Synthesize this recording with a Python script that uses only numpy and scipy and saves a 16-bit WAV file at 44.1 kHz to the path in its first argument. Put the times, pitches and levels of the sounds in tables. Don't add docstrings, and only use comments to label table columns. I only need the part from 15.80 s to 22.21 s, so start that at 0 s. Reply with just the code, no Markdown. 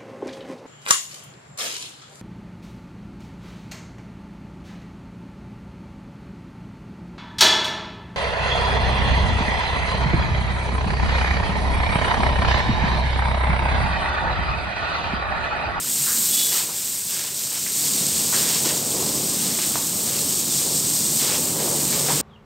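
import sys
import numpy as np
from scipy import signal
from scipy.fft import rfft, irfft, next_fast_len
from scipy.io import wavfile

SR = 44100
rng = np.random.default_rng(int(sys.argv[2]) if len(sys.argv) > 2 else 0)


def store_wav(level_fs):
    pcm = np.round(np.clip(np.atleast_2d(level_fs), -1, 1) * 32767)
    wavfile.write(sys.argv[1], SR, pcm.T.astype(np.int16))


N = 282769

# time in seconds, strength in dB.
JET_STRENGTH = [(0.0, -28), (0.12, -24), (0.46, -21), (0.78, -22), (0.90, -30.5), (1.02, -26.5),
                (1.21, -29), (1.36, -26.5), (1.51, -30.5), (1.60, -26.5), (1.69, -29.5), (2.05, -23),
                (2.47, -23.5), (2.60, -21), (2.69, -23), (3.08, -25), (3.30, -24.5), (4.20, -25.3),
                (4.80, -23.3), (5.30, -22), (5.45, -23.5), (5.72, -24.5), (6.12, -23.5), (6.41, -24.5)]
# time in seconds, then mist, medium drops and
# coarse drops, each in dB against the spray strength.
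DROP_SIZES = [(0.0, -4.5, -8, -16), (0.7, -3.0, -6.5, -21.5), (1.2, -5, -7, -17.5), (2.3, -6.3, -5, -20),
              (3.3, -7, -6, -19), (4.15, -5, -6.7, -19), (4.85, -7.5, -5, -28.5), (5.6, -6.5, -8, -22),
              (6.41, -7, -6, -13)]
# start in seconds, length in seconds before the fall, strength in dB before mixing.
SWEEPS = [(0.0, 0.093, -43.5), (0.71, 0.099, -33.5), (0.85, 0.15, -45), (1.28, 0.2, -39.5),
          (1.74, 0.037, -42), (1.98, 0.52, -47), (2.53, 0.14, -35), (2.67, 0.098, -33),
          (2.84, 0.053, -31.5), (3.62, 0.11, -39), (3.78, 0.074, -36), (3.93, .05, -38), (4.245, .15, -41),
          (4.73, .10, -43), (5.385, .17, -33), (5.78, 0.034, -37), (6.11, 0.044, -34.5),
          (6.27, 0.12, -40.5)]
# frequency in Hz, filter gain in dB before levelling.
MEDIUM_COLOUR = [(1200, -21.5), (2200, -15), (3000, -9), (4000, -3), (5400, -0.5), (6200, -2), (7200, -4.5),
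                 (9500, -32)]
# frequency in Hz, filter gain in dB before levelling.
FINE_COLOUR = [(4000, -33.5), (6200, -12.5), (7200, -3), (8250, 1), (8900, -2.5), (9600, -9.5),
               (10300, -18.5), (12000, -19)]
# frequency in Hz, filter gain in dB before levelling.
MIST_COLOUR = [(8500, -41), (10300, -7.5), (11600, 2), (12600, 0.5), (13700, 2), (16000, -4)]
# frequency in Hz, filter gain in dB before levelling.
COARSE_COLOUR = [(300, -31), (700, -6), (1200, -6.5), (2200, -2), (3000, 0), (5000, -4), (10000, -15)]
# time in seconds, strength in dB.
DRUM_STRENGTH = [(0.0, -44.5), (0.45, -41.5), (0.98, -49), (1.72, -48.5), (2.2, -35.5), (2.62, -36.5),
                 (3.25, -33.5), (4.05, -36), (4.7, -36), (5.55, -34.5), (6.41, -32)]
# start in seconds, length in seconds before the fall, strength in dB before mixing.
SURGES = [(0.62, .27, -45.5), (1.28, 0.4, -50), (2.52, 0.43, -40), (2.82, .08, -34.5), (3.12, 0.11, -33),
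          (4.15, .25, -41.5), (4.81, 0.1, -38.5), (5.40, 0.18, -35), (5.72, 0.2, -32), (6.10, 0.24, -33.5)]
# frequency in Hz, filter gain in dB before levelling.
DRUM_COLOUR = [(22, -45), (45, -46), (75, -7.5), (110, -5.5), (170, 1), (260, -1.5), (380, -6.5),
               (600, -15.5), (1200, -16), (3000, -46)]
# frequency in Hz, filter gain in dB before levelling.
CHURN_COLOUR = [(180, -51), (350, 2), (480, 1), (700, -5.5), (1000, -9.5), (1500, -20), (3000, -28)]
# time in seconds, strength in dB before its tones are weighted.
HUM_STRENGTH = [(0, -47.5), (1.15, -63), (1.5, -52), (2.2, -46), (5.6, -45), (6.0, -37.5), (6.41, -32.5)]
# middle pitch in Hz, typical level in dB against the hum strength.
HUM_TONES = [(55, -14), (142, 1.5), (226, -5)]
# frequency in Hz, filter gain in dB before levelling.
RUMBLE_COLOUR = [(30, -16), (60, -8), (90, -0.5), (130, -2.5), (210, -9), (400, -13), (1000, -19),
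                 (4000, -50)]
# start in seconds, starting level in dB before the room,
# centre in Hz, width in octaves, time to fall by 60 dB in seconds.
SLAPS = [(0.264, -33, 1440, 0.73, 0.59), (0.593, -26, 3700, 0.85, 0.16), (0.72, -40, 1090, 0.88, 0.93),
         (0.89, -36, 696, 1.3, 0.13), (1.718, -40, 990, 2.7, 0.33), (1.865, -38, 1950, 0.9, 0.31),
         (2.529, -29, 1100, 1.9, 0.34), (3.789, -24, 2000, 2.3, 0.018), (3.96, -35.5, 905, 0.83, 0.44),
         (5.877, -30, 900, 1.1, 0.045), (6.285, -25, 680, 2.6, 0.11), (6.303, -26, 980, 0.64, 0.17)]
# time in seconds, strength in dB.
SQUEAL_STRENGTH = [(0.3, -70), (0.51, -44), (0.545, -33.5), (0.62, -30.5), (0.72, -35), (0.77, -45),
                   (0.9, -80)]
# centre in Hz, width in Hz, level in dB against its strength.
SQUEAL_MODES = [(3000, 60, -11), (3415, 50, 0), (3840, 60, -10)]
# start in seconds, starting peak in dB before the room,
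# pitch in Hz, time to fall by 60 dB in seconds.
PLOPS = [(1.864, -21.5, 2070, 0.0083), (2.527, -21, 1010, 0.014), (3.408, -28, 1000, .012),
         (3.79, -11, 2020, 0.0022), (3.9566, -7.5, 1130, 0.0041), (3.9592, -21, 690, 0.011),
         (5.524, -11, 2400, .002), (5.541, -16, 2900, .002), (5.555, -14, 1900, .002),
         (6.286, -17.5, 760, .04), (6.303, -23, 1010, 0.047)]
# centre in Hz, width in Hz, gain in dB.
ROOM_MODES = [(76, 4, -4), (190.5, 3, -3), (229.4, 2.3, 3.5), (291, 9.5, -1), (568, 5, 0), (1020, 8.4, -10),
              (1646, 10, -4)]

WAVER_DB, WAVER_HZ = 0.62, 5.5
SWEEP_ATTACK_S, SWEEP_RELEASE_S = 0.015, 0.045
SWEEP_MEDIUM_DB = 2
FINE_DB = -1.0
SURGE_ATTACK_S, SURGE_RELEASE_S = 0.036, 0.18
PUDDLE_DB = -7
RUMBLE_CUT_HZ, CUTOFF_HZ = 52, 15700


def from_db(db):
    return 10 ** (np.asarray(db) / 20)


def rms_one(x):
    return x / np.sqrt(np.mean(x ** 2) + 1e-20)


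def in_time(rows):
    seconds, *columns = np.transpose(rows)
    return [np.interp(np.arange(N) / SR, seconds, column) for column in columns]


def drift(rate_hz):
    step = 40
    r = np.exp(-2 * step * np.pi * rate_hz / SR)
    noise = rng.standard_normal(N // step + 2002)
    slow = signal.lfilter([1], [1, -2 * r, r * r], noise)[2000:]
    return np.interp(np.arange(N) / step, np.arange(len(slow)), rms_one(slow))


def coloured(x, colour):
    size = next_fast_len(N)
    hz, db = np.transpose(colour)
    bins = np.maximum(np.fft.rfftfreq(size, 1 / SR), 1)
    gain = from_db(np.interp(np.log(bins), np.log(hz), db))
    return rms_one(irfft(rfft(x, size) * gain, size)[:N])


def butter(x, hz, kind):
    sos = signal.butter(2, np.clip(hz, 10, .45 * SR), kind, fs=SR, output="sos")
    return signal.sosfilt(sos, x)


def resonance(x, hz, width):
    r = np.exp(-np.pi * width / SR)
    top = np.array([1, 0, -1]) * (1 - r * r) / 2
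    return signal.lfilter(top, [1, -2 * r * np.cos(2 * np.pi * hz / SR), r * r], x)


def impacts(per_s, spread_db):
    sizes = from_db(spread_db * np.minimum(rng.exponential(1, N), 5))
    signs = rng.choice([-1, 1], N)
    return sizes * signs * (rng.random(N) < per_s / SR)


def bubbles(low_hz, high_hz, cycles, rise, spread_db, count):
    out = np.zeros(N)
    for when, where, size, life in rng.random((count, 4)):
        hz = low_hz * (high_hz / low_hz) ** where
        start = int(when * N)
        t60 = cycles * (.5 + life) / hz
        t = np.arange(min(int(t60 * SR), N - start)) / SR
        gain = from_db(-spread_db * np.log(size + .01) - 60 * t / t60)
        out[start:start + len(t)] += gain * np.sin(2 * np.pi * hz * t * (1 + rise * t / t60))
    return rms_one(out)


def swells(rows, attack_s, release_s):
    t, power = np.arange(N) / SR, 0
    for start, length, db in rows:
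        rising = np.clip((t - start) / attack_s, 0, 1)
        falling = np.exp(-np.maximum(t - start - length, 0) / release_s)
        power = power + (from_db(db) * rising * falling) ** 2
    return np.sqrt(power)


def spray(jet, sweep):
    drops = rms_one(impacts(per_s=6000, spread_db=3.4))
    drops = drops - 2 * resonance(drops, 8000, 1500)
    drops = drops - 2 * resonance(drops, 5000, 2500)
    fizz = bubbles(2754, 9630, cycles=37, rise=0.025, spread_db=3.0, count=3000)
    mist_db, medium_db, _ = in_time(DROP_SIZES)
    medium = np.hypot(from_db(medium_db) * jet, from_db(SWEEP_MEDIUM_DB) * sweep)
    fine = from_db(FINE_DB) * jet
    mist = from_db(mist_db) * jet
    out = 0
    for gain, colour in ((medium, MEDIUM_COLOUR), (fine, FINE_COLOUR), (mist, MIST_COLOUR)):
        wash = from_db(3) * rng.standard_normal(N)
        hiss = coloured(drops + wash + from_db(-11) * fizz, colour)
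        out = out + gain * from_db(0.32 * drift(30)) * hiss
    return out


def spatter(jet, sweep):
    _, _, coarse_db = in_time(DROP_SIZES)
    bursts = rms_one(impacts(per_s=1200, spread_db=3.5)) + from_db(5.5) * rng.standard_normal(N)
    ringing = from_db(-11) * bubbles(900, 3200, cycles=20, rise=.06, spread_db=3.0, count=1500)
    steady = from_db(coarse_db + 1.1 * drift(9.9)) * jet
    return np.hypot(steady, sweep) * (from_db(2.0) * coloured(bursts, COARSE_COLOUR) + ringing)


def core():
    drum_db, = in_time(DRUM_STRENGTH)
    surges = swells(SURGES, SURGE_ATTACK_S, SURGE_RELEASE_S)
    bubbling = np.hypot(from_db(drum_db + PUDDLE_DB), surges)
    drum = coloured(impacts(per_s=3000, spread_db=1.5), DRUM_COLOUR)
    churn = coloured(impacts(per_s=1500, spread_db=1.0), CHURN_COLOUR)
    gurgle = from_db(-9) * bubbles(350, 1000, cycles=13, rise=.15, spread_db=2.0, count=1100)
    return from_db(drum_db) * drum + bubbling * (from_db(-1) * churn + gurgle)


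def low_hum():
    hum_db, = in_time(HUM_STRENGTH)
    clock = np.cumsum(1 + 0.012 * drift(4.5)) / SR
    hum = 0
    for hz, db in HUM_TONES:
        hum = hum + from_db(db + 3.7 * drift(8.8)) * np.sin(2 * np.pi * hz * clock)
    rumble = from_db(-52.5) * coloured(rng.standard_normal(N), RUMBLE_COLOUR)
    return from_db(hum_db) * hum + rumble


def slaps():
    out, t = np.zeros(N), np.arange(SR // 2) / SR
    for seconds, db, hz, octaves, t60 in SLAPS:
        edges = hz * 2 ** (np.array([-.5, .5]) * octaves)
        burst = rms_one(butter(rng.standard_normal(len(t)), edges, "band"))
        start = int(seconds * SR)
        out[start:start + len(t)] += (burst * from_db(db - 60 * t / t60))[:N - start]
    return out


def squeal():
    squeal_db, = in_time(SQUEAL_STRENGTH)
    slips, out = impacts(per_s=2900, spread_db=2.0), 0
    for hz, width, db in SQUEAL_MODES:
        turns = np.cumsum(hz + .4 * width * drift(70)) / SR
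        tone = np.sin(2 * np.pi * turns) * from_db(2 * drift(60))
        rough = from_db(-7) * rms_one(resonance(slips, hz, width))
        out = out + from_db(db) * rms_one(tone + rough)
    return from_db(squeal_db) * out


def plops():
    out, t = np.zeros(N), np.arange(SR // 10) / SR
    for seconds, db, hz, t60 in PLOPS:
        start = int(seconds * SR)
        out[start:start + len(t)] += from_db(db - 60 * t / t60) * np.sin(2 * np.pi * hz * t)
    return out


def room(x):
    return x + sum(from_db(db) * resonance(x, hz, width) for hz, width, db in ROOM_MODES)


def scene():
    jet_db, = in_time(JET_STRENGTH)
    jet = from_db(jet_db + WAVER_DB * drift(WAVER_HZ))
    sweep = swells(SWEEPS, SWEEP_ATTACK_S, SWEEP_RELEASE_S)
    splashing = spatter(jet, sweep) + core() + slaps() + plops()
    mono = spray(jet, sweep) + room(splashing) + squeal() + low_hum()
    return np.stack([mono, mono])


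def record(dry):
    thin = butter(butter(dry, RUMBLE_CUT_HZ, "high"), RUMBLE_CUT_HZ, "high")
    top_cut = signal.ellip(12, .1, 90, CUTOFF_HZ, fs=SR, output="sos")
    return signal.sosfilt(top_cut, thin)


dry = scene()
out = record(dry)
store_wav(out)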